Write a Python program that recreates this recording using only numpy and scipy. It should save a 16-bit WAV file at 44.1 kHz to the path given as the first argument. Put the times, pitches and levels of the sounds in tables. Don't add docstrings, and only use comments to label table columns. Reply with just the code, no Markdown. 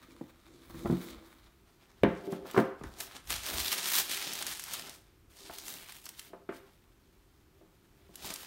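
import sys
import numpy as np
from scipy import signal
from scipy.fft import rfft, irfft
from scipy.io import wavfile
from scipy.ndimage import uniform_filter1d

SR = 44100
rng = np.random.default_rng(int(sys.argv[2]) if len(sys.argv) > 2 else 0)


def bounce(signal):
    frames = np.transpose(np.atleast_2d(signal))
    limited = np.clip(frames, -1, 1)
    pcm = np.round(limited * 32767).astype(np.int16)
    wavfile.write(sys.argv[1], SR, pcm)


N = 373086
T = np.arange(N) / SR
LID_OFF_S = 1.6
TOP_HZ = 15750

# along the lid, settling it, dragging the bag, lifting it clear, laying it in the lid,
# reaching for the tissue; each is (flutter share/dB, [(t/s, level/dB)])
HAND_STROKES = [(-4.5, [(0.0, -65), (.19, -63.5), (.45, -78), (.75, -59), (1.04, -50), (1.18, -60.5),
                (1.22, -63), (1.6, -77.5)]), (0.5, [(1.98, -75.5), (2.24, -62), (2.75, -82.5),
                (3.22, -82)]), (-6, [(3.27, -53.5), (3.6, -33), (3.8, -40), (4.07, -46), (4.19, -34.5),
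                (4.43, -37), (4.45, -50), (4.52, -42.5), (4.64, -45), (4.8, -49), (4.94, -51.5),
                (4.98, -64), (5.11, -78)]), (-10, [(5.28, -84), (5.31, -57), (5.4, -49.5), (5.56, -47),
                (5.9, -52.5), (6.03, -59.5), (6.29, -56.5), (6.34, -95)]), (-1.5, [(6.47, -90), (6.56, -72),
                (6.7, -72)]), (-3.5, [(6.81, -80), (7.75, -81.5), (8.12, -67.5), (8.22, -50.5),
                (8.46, -52.5)])]
# (t/s, hold/s, level/dB)
FOLD_CRUNCHES = [(.46, 0.024, -69), (1.3, 0.017, -71), (1.43, 0.012, -63.5), (1.72, 0.011, -71),
                 (1.81, 0.039, -72.5), (2.165, 0.017, -76), (2.315, 0.016, -53.5), (2.47, 0.09, -54.5),
                 (2.57, .03, -50), (2.805, .02, -67), (2.845, 0.025, -63), (2.94, 0.011, -63),
                 (3.0, 0.02, -42.5), (3.115, 0.0092, -57), (3.155, 0.0054, -54.5), (3.305, 0.056, -36),
                 (3.46, 0.064, -36.5), (3.59, .02, -34.5), (3.67, 0.014, -45), (3.72, 0.017, -31.5),
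                 (3.775, 0.01, -33.5), (3.83, 0.018, -33), (3.88, 0.015, -31.5), (3.94, 0.049, -27),
                 (4.115, 0.031, -31.5), (4.47, .03, -36), (4.685, 0.005, -39), (4.73, 0.029, -36.5),
                 (5.58, 0.011, -57), (5.675, 0.019, -44), (6.05, .03, -55.5), (6.19, .015, -54),
                 (6.525, 0.047, -63), (8.15, 0.021, -60.5), (8.265, 0.044, -42.5)]
# (f/Hz, level/dB)
CARD_EQ = [(350, -28.5), (600, -1), (779, -5), (1160, -1), (1730, -7), (2340, -6), (2700, -13), (3700, -5),
           (4400, -8.5), (4910, -12), (10300, -14), (12800, -15), (16000, -11.5)]
# (f/Hz, level/dB)
TISSUE_EQ = [(90, -30.5), (140, -2.5), (387, -2.5), (456, -5.5), (683, -2.5), (851, -3), (1370, -5),
             (2860, -6.5), (3490, -4.5), (7680, -9), (9400, -6.5), (10300, -11.5), (13100, -6.5),
             (15100, -12), (16000, -3.5)]
PATCH_EDGES = [900, 1400, 1900, 2500, 3200, 4000, 5000, 6500, 8500, 11500]
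# (t/s, hold/s, level/dB)
CARD_SCUFFS = [(0.0, 0.24, -60.5), (.5, 0.29, -59.5), (.85, 0.24, -45.5), (2.24, 0.21, -45.5),
               (2.8, 0.24, -63.5), (3.5, 0.53, -55.5), (4.15, .3, -61.5), (4.75, .22, -67),
               (5.42, 0.21, -62.5), (6.3, 0.06, -61), (7.56, 0.065, -68), (8.0, .4, -68.5)]
# (f/Hz, level/dB, free t60/s)
BOX_MODES = [(138, -2, 0.28), (180, -5, 0.37), (241, 1.5, 0.15), (336.3, 0, 0.23), (494, -4, 0.12),
             (576, -4, 0.045), (877, -22, 0.15), (1120, -37, 0.068)]
# (f/Hz, level/dB, free t60/s)
LID_MODES = [(142.3, -6.5, 0.46), (177.5, -6.5, 0.38), (220.7, -1.5, 0.19), (245, -14, 0.069),
             (267.8, -3.5, 0.21), (325.8, -4.5, 0.3), (398, -10, 0.11), (389.9, 2.5, 0.25),
             (477.5, -9, 0.22873), (524, -10.5, 0.56), (597, -3.5, 0.23), (683, -0.5, 0.16),
             (876, -7, 0.36), (1080, -2.5, 0.091), (1320, -24, .15), (1503, -20, 0.097),
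             (1722, -28, 0.14574)]
# (f/Hz, level/dB)
AIR_EQ = [(15, -45.5), (25, 10), (59, -0.5), (277, -9), (354, -5), (531, -22), (840, -20.5), (1290, -19.5),
          (1790, -23), (6210, -30), (10400, -32.5), (14000, -29.5), (16000, -36.5)]
# (t/s, level/dB, favoured f/Hz, share of free t60, slap offset/dB, slap f/Hz)
CARD_KNOCKS = [(.211, -30.5, 295, 0.26, -12.5, 524), (.698, -42, 284, 0.57, -7, 900),
               (.742, -38, 150, 0.7, -8, 1290), (.849, -23.5, 244, 0.44, -16, 800),
               (.857, -19.5, 246, 0.24, -10, 764), (.898, -17.5, 237, 0.7, -14, 835),
               (.913, -20, 181, 0.3, -29, 1040), (.926, -20, 326, 0.55, -33, 850),
               (2.034, -6.5, 372, 0.16, -12, 1690), (2.047, -12, 230, 0.75, -10.5, 1200),
               (2.326, -22.5, 197, 0.33, -12.5, 1057), (2.455, -35, 395, 1, -3.5, 810),
               (2.544, -28.5, 397.7, 0.65, 1, 990), (2.563, -23, 355, 1, 0.5, 945),
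               (2.576, -10.5, 370, 0.14, -7, 1150), (2.588, -11, 284, 0.5, -10, 1100),
               (2.811, -38, 150, 0.4, -2, 900), (2.837, -37, 268, 0.57, 3, 1120),
               (2.886, -42.5, 180, 0.22, -14, 800), (3.304, -39, 623, 0.34, 10.5, 1600),
               (5.496, -38, 703, 0.35, 1, 910), (6.332, -38, 550, 0.43, -2, 830),
               (6.49, -27.5, 390, 0.43, -4.5, 1450), (6.524, -39.5, 378, 1, 1.5, 1350),
               (7.61, -49.5, 387, 1, -8, 812.4), (8.091, -46.5, 139, 0.4, -14, 886),
               (8.245, -43, 620, 0.15, 4.5, 800)]
# (t/s, hold/s, level/dB)
TABLE_BUMPS = [(.7, .1, -53), (.85, 0.045, -43), (1.12, 0.027, -55), (2.04, .03, -47), (2.42, 0.05, -62),
               (2.83, 0.054, -51.5), (3.28, 0.099, -53.5), (3.55, 0.046, -49), (4.5, .05, -71),
               (5.44, 0.067, -61), (8.25, 0.032, -59.5)]
# (t/s, level/dB, centre f/Hz)
TISSUE_CRACKS = [(2.0331, -39.5, 9000), (2.3213, -41, 3530), (2.5114, -36.5, 7640), (2.5754, -36, 3280),
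                 (2.5875, -42, 6000), (2.8358, -39.5, 3130), (3.0027, -23.5, 5210), (3.0071, -26, 3170),
                 (3.273, -36, 3625), (3.3036, -21, 3960), (3.321, -26, 3240), (3.34, -36, 3360),
                 (3.3614, -25.5, 3150), (3.4336, -32, 4010), (3.463, -26.5, 3280), (3.5964, -24.5, 3540),
                 (3.6701, -24, 5380), (3.68, -24, 4270), (3.69, -28, 3958), (3.7264, -19, 3345),
                 (3.8295, -30, 3480), (3.8796, -31, 8570), (3.9014, -25, 3390), (3.9345, -20, 3720),
                 (4.116, -28, 5150), (4.2242, -24.5, 3450), (4.3332, -23.5, 9555), (4.3535, -29, 3510),
                 (4.389, -24, 4000), (4.4243, -23.5, 3582), (4.466, -21.5, 4140), (4.595, -28, 4530),
                 (4.638, -29.5, 5270), (4.7346, -23, 8500), (4.7945, -30, 3420), (4.8944, -36, 4040),
                 (5.5842, -30, 5721), (5.6652, -36, 5830), (5.681, -28.5, 4020), (5.9216, -34.5, 3959),
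                 (6.0418, -43, 5140), (6.0553, -32.5, 10920), (6.0644, -36.5, 2200), (6.0901, -30.5, 6070),
                 (6.1937, -31.5, 4214), (8.1558, -31.5, 5500), (8.2714, -33, 3760), (8.304, -27, 4230),
                 (8.3379, -24.5, 9500), (8.3589, -28.5, 3570)]
# (f/Hz, t60/s)
ROOM_DECAY = [(150, 0.31), (1000, 0.58), (4000, 0.35), (12000, 0.35)]


def undb(db):
    return 10 ** (np.asarray(db) / 20)


def unit(x):
    return x / np.sqrt(np.mean(x ** 2))


def decay(t, t60):
    return 1000 ** (-t / t60)


def add(out, start_s, x):
    i = int(start_s * SR)
    out[i:i + len(x)] += x[:N - i]


def filtered(x, kind, hz, order=2):
    return signal.sosfilt(signal.butter(order, hz, kind, fs=SR, output="sos"), x)


def eq(x, points):
    size = 4096
    hz, db = np.transpose(points)
    f = np.arange(size // 2 + 1) * SR / size + 1
    cepstrum = irfft(np.interp(np.log(f), np.log(hz), db) * np.log(10) / 20)
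    cepstrum[1:size // 2] *= 2
    cepstrum[size // 2 + 1:] = 0
    return signal.fftconvolve(x, irfft(np.exp(rfft(cepstrum))))[:len(x)]


def fader(points):
    return np.interp(T, *np.transpose(points))


def wander(rate_hz):
    step = int(SR / rate_hz)
    held = np.repeat(rng.standard_normal(N // step + 1), step)
    return unit(uniform_filter1d(held, step)[:N])


def swells(events, rise_db_per_s, fall_db_per_s, rest_db):
    power = undb(2 * rest_db) * np.ones(N)
    for start_s, hold_s, db in events:
        near = slice(max(int((start_s - 1) * SR), 0), int((start_s + hold_s + 1) * SR))
        t = T[near] - start_s
        drop_db = np.maximum(-rise_db_per_s * t, fall_db_per_s * (t - hold_s))
        power[near] += undb(2 * (db - np.maximum(drop_db, 0)))
    return 10 * np.log10(power)


def burst(envelope, hz, span, click):
    noise = envelope * rng.standard_normal(len(envelope))
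    noise[1] += click
    noise = filtered(noise, "band", [hz / span, min(hz * span, TOP_HZ)])
    return noise / np.abs(noise).max()


def crackle(per_s, spread_db, tail_s, burst_db, slide):
    onsets = rng.random(N) < per_s / SR
    size_db = spread_db * np.minimum(rng.exponential(size=N), 4.8)
    power = signal.lfilter([1], [1, -np.exp(-2 / (tail_s * SR))], onsets * undb(2 * size_db))
    envelope = np.sqrt(power / power.mean() + slide)
    return envelope * undb(burst_db * wander(rate_hz=45)) * rng.standard_normal(N)


def patches(x, depth_db, rate_hz):
    lows = [signal.sosfiltfilt(signal.butter(2, hz, fs=SR, output="sos"), x) for hz in PATCH_EDGES]
    bands = np.diff([0 * x, *lows, x], axis=0)
    return sum(undb(depth_db * wander(rate_hz)) * band for band in bands)


def rustle():
    stroke_db = fader([point for _, stroke in HAND_STROKES for point in stroke])
    level_db = swells(FOLD_CRUNCHES, rise_db_per_s=506.5, fall_db_per_s=301.5, rest_db=stroke_db)
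    share_db = fader([(s, db) for db, stroke in HAND_STROKES for s, _ in stroke])
    flutter_db = np.minimum(share_db - 0.27 * (level_db + 61), 4.5)
    grain = crackle(per_s=700, spread_db=3, tail_s=0.00084, burst_db=2.1, slide=0.8)
    grain = patches(grain, depth_db=3.5, rate_hz=14)
    grain = np.where(T < LID_OFF_S, unit(eq(grain, CARD_EQ)), unit(eq(grain, TISSUE_EQ)))
    flutter, crisp = (unit(filtered(grain, kind, hz=2700)) for kind in ("low", "high"))
    return undb(level_db) * (crisp - undb(flutter_db) * flutter)


def ring(modes, favour_hz, t60_share, focus_db):
    t, out = T[:SR // 2], 0
    scatter_db, detune = 1.5, 0.007
    for hz, db, free_t60 in modes:
        weight, shift, polarity = rng.standard_normal(3)
        octaves_off = min(abs(np.log2(hz / favour_hz)), 1.5)
        gain = np.sign(polarity) * undb(db + scatter_db * weight - focus_db * octaves_off)
        tone = np.sin(2 * np.pi * hz * (1 + detune * shift) * t)
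        out += gain * tone * decay(t, np.clip(t60_share * free_t60, 0.01, 0.4))
    return out


def scuffs():
    rub = crackle(per_s=300, spread_db=2.2, tail_s=0.0039, burst_db=1.4, slide=0.94)
    box = signal.fftconvolve(rub, ring(BOX_MODES, favour_hz=328, t60_share=0.55, focus_db=11))[:N]
    lid = signal.fftconvolve(rub, ring(LID_MODES, favour_hz=390, t60_share=0.55, focus_db=11))[:N]
    level_db = swells(CARD_SCUFFS, rise_db_per_s=140.5, fall_db_per_s=89, rest_db=-78)
    return undb(level_db) * np.where(T < LID_OFF_S, unit(box), unit(lid))


def room_tone():
    air = eq(rng.standard_normal(N), AIR_EQ)
    return undb(-65) * unit(filtered(air, "high", hz=40))


def knocks():
    out, t = np.zeros(N), T[:SR // 5]
    push = np.hanning(int(0.00073 * SR))
    for start_s, db, favour_hz, t60_share, slap_db, slap_hz in CARD_KNOCKS:
        modes = BOX_MODES if start_s < LID_OFF_S else LID_MODES
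        body = signal.fftconvolve(ring(modes, favour_hz, t60_share, focus_db=8), push)
        add(out, start_s, undb(db) * body / np.abs(body).max())
        envelope = np.minimum(t / 0.0011, 1) * (decay(t, 0.021) + 0.36 * decay(t, 0.5 * t60_share))
        slap = burst(envelope, slap_hz, span=1.52, click=1.2)
        slap = filtered(slap, "low", hz=3600)
        add(out, start_s, undb(db + slap_db) * slap)
    return out


def table_bumps():
    level_db = swells(TABLE_BUMPS, rise_db_per_s=400, fall_db_per_s=154.5, rest_db=-73)
    level_db += 2.8 * wander(rate_hz=4.3)
    return undb(level_db) * unit(filtered(rng.standard_normal(N), "band", hz=[42, 85]))


def cracks():
    out, t = np.zeros(N), T[:SR // 10]
    envelope = np.minimum(t / 0.0012, 1) * (decay(t, 0.016) + 0.19 * decay(t, 0.04))
    for start_s, db, hz in TISSUE_CRACKS:
        add(out, start_s, undb(db) * burst(envelope, hz, span=2.9, click=1.6))
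    return out


def reverb(x):
    t, tail = T[:SR // 2], 0
    f, t60 = np.transpose(ROOM_DECAY)
    for hz in 60 * 2. ** np.arange(8):
        octave = filtered(rng.standard_normal(len(t)), "band", [hz, 2 * hz], order=1)
        tail += octave * decay(t, np.interp(np.log(hz), np.log(f), t60))
    tail *= np.minimum(t / 0.0081, 1)
    return undb(-11) * signal.fftconvolve(x, tail / np.sqrt(np.sum(tail ** 2)))[:N]


def scene():
    paper = rustle() + cracks()
    cardboard = filtered(knocks() + scuffs(), "high", hz=130)
    close = paper + cardboard
    return (close + reverb(close) + table_bumps() + room_tone())[None]


def record(dry):
    return signal.sosfilt(signal.ellip(12, .2, 70, TOP_HZ, fs=SR, output="sos"), dry)


dry = scene()
out = record(dry)
bounce(out)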